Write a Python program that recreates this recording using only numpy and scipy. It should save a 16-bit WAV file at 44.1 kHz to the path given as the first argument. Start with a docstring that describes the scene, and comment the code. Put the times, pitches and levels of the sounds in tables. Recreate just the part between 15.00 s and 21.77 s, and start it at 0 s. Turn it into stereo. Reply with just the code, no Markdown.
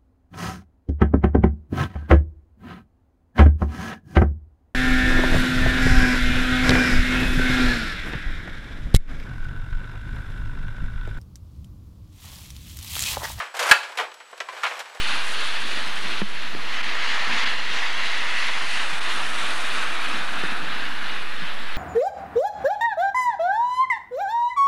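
"""Minivan passing on a slushy road

A minivan rolls past on a wet, slushy road, heard from the verge through a hand-held camcorder.
The tyres are shaped noise: droplet hiss that swells with each wheel turn, fine spray, sliding resonances and a roar.
Noise rumble and a wavering sine drone make the engine; decaying sines make the knocks on the camera body.
The hardest knock makes the gain control duck. Nearly all sound is in the left channel."""
import sys
import numpy as np
from scipy import signal
from scipy.fft import rfft, irfft, next_fast_len
from scipy.io import wavfile
from scipy.ndimage import uniform_filter1d, map_coordinates

SR = 44100
rng = np.random.default_rng(int(sys.argv[2]) if len(sys.argv) > 2 else 0)


def generate_wav(sig):
    """Save sig (samples, or channels by samples) to the path in sys.argv[1] as 16-bit PCM at SR."""
    pcm = np.round(np.clip(np.atleast_2d(sig).T, -1, 1) * 32767).astype(np.int16)
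    wavfile.write(sys.argv[1], SR, pcm)


N = 298557  # length in samples


def amp(db):
    """Decibels to gain."""
    return 10 ** (np.asarray(db) / 20)


def unit(x):
    """Scale to rms 1."""
    return x / np.sqrt(np.mean(x ** 2) + 1e-20)


def curves(rows):
    """One value per sample for each column after the time."""
    times, *columns = np.transpose(rows)
    t = np.arange(N) / SR
    return [np.interp(t, times, column) for column in columns]


def wobble(rate):
    """A smooth random curve, rate knots a second."""
    knots = rng.standard_normal(int(N * rate / SR) + 4)
    return map_coordinates(knots, [np.arange(N) * rate / SR])


def filtered(x, response):
    """x times a response of frequency, padded so that the end does not wrap round."""
    m = next_fast_len(N + SR // 4)
    spectrum = rfft(x, m) * response(np.fft.rfftfreq(m, 1 / SR))
    return irfft(spectrum, m)[..., :N]


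def coloured(x, spectrum):
    """x shaped by (Hz, dB) points on a log frequency axis, at rms 1."""
    f, db = np.transpose(spectrum)
    return unit(filtered(x, lambda hz: amp(np.interp(np.log(hz + 1), np.log(f), db))))


def rush(patchy_db):
    """White noise whose time-frequency patches have random gain, like uneven turbulence."""
    z = signal.stft(rng.standard_normal(N), nperseg=1024)[2]
    field = uniform_filter1d(rng.standard_normal(z.shape), size=7, axis=0)  # across frequency
    field = uniform_filter1d(field, size=9, axis=1)  # across time
    patches = z * amp(patchy_db * unit(field))
    return unit(signal.istft(patches, nperseg=1024)[1][:N])


def splatter(rate, spread_db, share, patchy_db):
    """Tiny droplet impacts of uneven size, rate a second, take a share of the power; the rest is rush."""
    impacts = (rng.random(N) < rate / SR) * rng.choice([-1, 1], N)
    drops = impacts * amp(spread_db * np.clip(rng.standard_normal(N), -2, 2))
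    return np.sqrt(share) * unit(drops) + np.sqrt(1 - share) * rush(patchy_db)


def circuit_hiss():
    """Faint steady noise of the camera's own circuits."""
    spectrum = [(100, 14), (600, 1), (10500, -2.0), (12000, -20)]  # Hz, relative dB
    return amp(-72.5) * coloured(rng.standard_normal(N), spectrum)


# Colour of the low rumble of engine and road. Each row: frequency in Hz, relative level in dB per Hz.
RUMBLE_COLOUR = [(25, -41), (48, -46), (68, -5.5), (90, -17.5), (130, -8.5), (180, -2.5), (260, 1),
                 (340, -4), (450, -6), (700, -9.5), (1500, -31.5)]
# Loudness of that rumble at the verge. Each row: time in seconds, level in dB.
RUMBLE_LEVEL = [(0, -43), (0.9, -37.5), (2.0, -39), (2.9, -40.5), (3.5, -45), (4.2, -40), (5.1, -38),
                (6.77, -40)]
# The exhaust droning as the van draws away. Each row: time in seconds, pitch in Hz, level in dB.
EXHAUST_DRONE = [(3.8, 345, -57), (4.25, 338.5, -46), (5.2, 329.6, -48), (6.77, 329.4, -64)]


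def engine():
    """Low noise rumble of engine and road, with an exhaust note unsteady in pitch and level."""
    rumble_db = curves(RUMBLE_LEVEL)[0]
    rumble = amp(rumble_db) * coloured(rush(patchy_db=2.5), RUMBLE_COLOUR)
    hz, drone_db = curves(EXHAUST_DRONE)
    phase = 2 * np.pi * np.cumsum(hz * (1 + 0.034 * wobble(40))) / SR
    note = np.sin(phase) * amp(3.5 * wobble(11))
    return rumble + amp(drone_db) * unit(note)


# Knocks on the camera, right at the microphone.
# Each row: start in seconds, ring pitch in Hz, ring level in dB, thud level in dB, both before decay and low cut.
CAMERA_KNOCKS = [(1.2175, 203, -6.5, -0.5), (1.549, 178, -26, -10), (2.295, 160, -31.5, -17.5),
                 (2.469, 238, -27, -27), (3.924, 172, -27, -25), (5.436, 182, -23, -8),
                 (5.518, 220, -24, -40), (5.625, 165, -28, -27), (6.419, 171, -21, -28)]
TICK_DB = -2.5  # tick of a knock relative to its thud


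def decaying_mode(t, hz, t60):
    """A sine that falls 60 dB in t60 seconds, like one struck resonance."""
    return np.sin(2 * np.pi * hz * t) * 1000 ** (-t / t60)


def knocks(ring_t60=0.087, low_cut_hz=135):
    """Each knock gives a soft plastic tick, a dull thud and a short low ring of the camera body."""
    out = np.zeros(N + SR)
    t = np.arange(SR // 4) / SR
    contact = 1 - np.exp(-t / 0.0006)  # a soft contact rounds the onset
    thud = decaying_mode(t, 340, 0.014)
    tick = decaying_mode(t, 1750, 0.009) - 0.5 * decaying_mode(t, 1000, 0.009)
    blow = contact * (thud + amp(TICK_DB) * tick)
    for s, hz, ring_db, thud_db in CAMERA_KNOCKS:
        ring = amp(ring_db) * decaying_mode(t, hz, ring_t60) * (1 - np.exp(-t / 0.001))
        out[round(s * SR):][:len(t)] += ring + amp(thud_db) * blow
    # the small body passes no deep bass
    low_cut = signal.butter(4, low_cut_hz, "highpass", fs=SR, output="sos")
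    return signal.sosfilt(low_cut, out[:N])


# The tyres coming nearer, passing and receding. Each row: time in seconds, level of the tyre noise in dB.
PASS_LEVEL = [(0, -22.5), (0.5, -24.5), (1.15, -25.5), (1.52, -27), (1.92, -22), (2.5, -20), (2.66, -23.5),
              (2.77, -21.5), (3.4, -22.5), (4.0, -23.5), (4.4, -23.5), (4.8, -23.5), (5.65, -26.5),
              (6.1, -28), (6.77, -30.5)]
# A tyre cutting through deeper slush. Each row: time of the surge in seconds, extra level in dB.
PUDDLES = [(2.36, 2.8), (3.75, 0.5)]
PUDDLE_S = 0.055  # half the length of a surge, seconds


def slush():
    """Level of the tyre noise in dB: the slow pass, with a short surge at each puddle."""
    t = np.arange(N) / SR
    surges_db = sum(db * np.exp(-((t - s) / PUDDLE_S) ** 2) for s, db in PUDDLES)
    return curves(PASS_LEVEL)[0] + surges_db


WHEEL_TURNS_PER_S, FIRST_SWELL_S, SWELL_DB = 2.99, 0.093, 1.4


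def wheel_swell():
    """Rise and fall in dB, by SWELL_DB either way, over each turn of the wheels."""
    t = np.arange(N) / SR
    return SWELL_DB * np.cos(2 * np.pi * WHEEL_TURNS_PER_S * (t - FIRST_SWELL_S))


# Which side of the van faces the verge.
# Each row: time in seconds, side heard (0 far ahead, 1 close beside, 2 behind).
SIDE_HEARD = [(0, 0.087), (1.2, 0.31), (1.8, 0.88), (3.5, 1.12), (3.72, 0.9), (4.0, 1.84), (6.77, 1.943)]


def side_heard():
    """The side of the van that is heard, sliding from 0 (far ahead) towards 2 (behind)."""
    return np.clip(curves(SIDE_HEARD)[0], 0, 2)


# Colour of the tread roar off the road. Each row: frequency in Hz, relative level in dB per Hz.
ROAR_COLOUR = [(150, -31), (350, -14.5), (520, -10.5), (750, -5.5), (1000, -2.5), (1300, -0.5),
               (1600, -4.5), (2200, -24.5), (5000, -68)]
# roar relative to the pass level from far ahead, and its gain for each step of side
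ROAR_AHEAD_DB, ROAR_TURN_DB = -6.5, 1.17


def tread_roar(side, swell_db, roar_swell=0.18):
    """Dull, fairly even noise of the tread, stronger from behind."""
    roar_db = ROAR_AHEAD_DB + ROAR_TURN_DB * side + roar_swell * swell_db
    return amp(roar_db + 1.0 * wobble(30)) * coloured(rush(patchy_db=0.25), ROAR_COLOUR)


# Colour of the fine spray off the tyres. Each row: frequency in Hz, relative level in dB per Hz.
SPRAY_COLOUR = [(3000, -19), (5500, 3), (6800, 0.5), (8200, 0), (9800, 1.5), (11000, -9), (12300, -15.5),
                (13500, -56), (14200, -42)]
# Spray masked as the van comes alongside, strongest in its wake.
# Each row: time in seconds, level in dB relative to the pass level.
SPRAY_LEVEL = [(0, -14.5), (0.3, -13.5), (0.5, -15.5), (1.3, -17), (2.0, -24), (3.0, -21.5), (3.75, -15),
               (4.55, -12.5), (5.1, -17), (6.3, -20.5)]


def spray(swell_db, spray_swell=0.28):
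    """High, fluttering noise of droplets of very uneven size."""
    spray_db = curves(SPRAY_LEVEL)[0] + spray_swell * swell_db
    droplets = splatter(rate=4500, spread_db=8, share=0.3, patchy_db=2.2)
    return amp(spray_db + 1.04 * wobble(56)) * coloured(droplets, SPRAY_COLOUR)


# Wet treads resonating, high from the front, lower from behind, rising again with distance.
# Each row: time in seconds, centre in Hz, level in dB relative to the pass level.
RESONANCE = [(1.55, 1900, -16), (1.8, 1880, -8), (3.55, 1995, -7), (3.8, 1500, -20), (4.1, 1280, -19),
             (4.7, 1319, -11), (5.35, 1478, -4.5), (5.95, 1675, -4.5), (6.77, 1783, -9)]
# Bands of that resonance, moving together. Each row: multiple of the centre, width in Hz, level in dB.
RESONANCE_BANDS = [(0.498, 170, -11), (1, 547, 0), (1.711, 320, -7.5)]


def tread_resonance(flutter_db=1.4):
    """Fluttering bands of the wet tyre noise that slide together as the van turns past."""
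    hz, level_db = curves(RESONANCE)
    phase = 2 * np.pi * np.cumsum(hz) / SR
    out = np.zeros(N)
    for multiple, width_hz, db in RESONANCE_BANDS:
        # two slow noises on a cosine and a sine make a noise band round the moving centre
        a, b = filtered(rng.standard_normal((2, N)), lambda f: 1 / (1 + (2 * f / width_hz) ** 4))
        band = a * np.cos(multiple * phase) + b * np.sin(multiple * phase)
        out += amp(db) * unit(band * amp(flutter_db * wobble(24)))
    return amp(level_db) * out


# Colour of the hiss with the van far ahead. Each row: frequency in Hz, relative level in dB per Hz.
HISS_FAR = [(700, -23.5), (1250, -5), (1650, 2.5), (2100, 0), (2450, 1), (2850, 1.5), (3400, 0.5),
            (4350, -3), (5200, -13.5), (6600, -21), (8200, -60), (14000, -48)]
# Colour of the hiss close beside, from ahead of the tyres. Each row: frequency in Hz, relative level in dB per Hz.
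HISS_FRONT = [(700, -34.5), (1250, -15.5), (1600, -3), (1970, -0.5), (2400, -3.5), (2780, -1.5), (3300, -7),
              (4300, -8.5), (5300, -18), (6700, -22), (8200, -33), (14000, -60)]
# Colour of the hiss from behind the tyres. Each row: frequency in Hz, relative level in dB per Hz.
HISS_REAR = [(700, -27), (1250, -3), (1700, 1.5), (2120, -2), (2530, -0.5), (3100, -4.5), (3700, -3.5),
             (4400, -10.5), (5400, -20.5), (7000, -36.5), (9000, -35), (14000, -57)]


def slush_hiss(side, swell_db, hiss_gain_db=0.63):
    """Dense droplets over a rush of water, changing colour as the van goes by."""
    hiss = np.zeros(N)
    for place, colour in enumerate([HISS_FAR, HISS_FRONT, HISS_REAR]):
        share = np.maximum(1 - np.abs(side - place), 0)  # neighbouring colours blend at constant power
        droplets = splatter(rate=3000, spread_db=1.5, share=0.22, patchy_db=1.5)
        hiss += np.sqrt(share) * coloured(droplets, colour)
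    flutter_db = 0.58 * wobble(45) + 0.42 * wobble(160)  # lumps of slush make the hiss flutter
    return hiss * amp(hiss_gain_db + swell_db + flutter_db)


# The tyre noise dulling and dropping for an instant. Each row: time in seconds, treble depth in dB.
DIPS = [(.948, 2), (1.824, 13.5), (2.452, 11), (4.001, 13)]
DIP_S = 0.0055  # half the length of a dip, seconds


def dipped(x, split_hz=3200, low_share=0.31):
    """Brief dips take more from the treble than from the rest."""
    t = np.arange(N) / SR
    dips_db = sum(depth_db * np.exp(-((t - s) / DIP_S) ** 2) for s, depth_db in DIPS)
    low = filtered(x, lambda hz: 1 / (1 + (hz / split_hz) ** 4))
    treble = x - low
    return amp(-low_share * dips_db) * low + amp(-dips_db) * treble


def tyres():
    """Hiss, resonance, spray and roar all follow the slush; all but the resonance follow the wheels."""
    swell_db = wheel_swell()
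    side = side_heard()
    noise = slush_hiss(side, swell_db) + tread_resonance() + spray(swell_db) + tread_roar(side, swell_db)
    return dipped(amp(slush()) * noise)


def scene():
    """The left channel carries the sound; the right holds only a trace of it and faint circuit hiss."""
    air = engine() + knocks() + tyres()
    return np.array([air, amp(-53.5) * air + circuit_hiss()])


def gain_control(x, ceiling_db=-15.0, release_s=0.42):
    """A burst of power over the ceiling pulls the gain down at once; it creeps back up."""
    power = uniform_filter1d((x ** 2).max(0), size=176)  # over 4 ms, louder channel
    power = np.abs(power)  # the running mean can round just below zero
    over_db = np.maximum(10 * np.log10(power + 1e-12) - ceiling_db, 0)
    # hold each peak of the excess while it decays exponentially
    fade = np.exp(-np.arange(N) / SR / release_s)
    held_db = np.maximum.accumulate(over_db / fade) * fade
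    return x * amp(-uniform_filter1d(held_db, size=48))


def record(dry, top_hz=13700, offset=0.125):
    """Gain control, a sharp band limit, and the steady offset of the converter."""
    return filtered(gain_control(dry), lambda hz: hz < top_hz) + offset


dry = scene()
out = record(dry)
generate_wav(out)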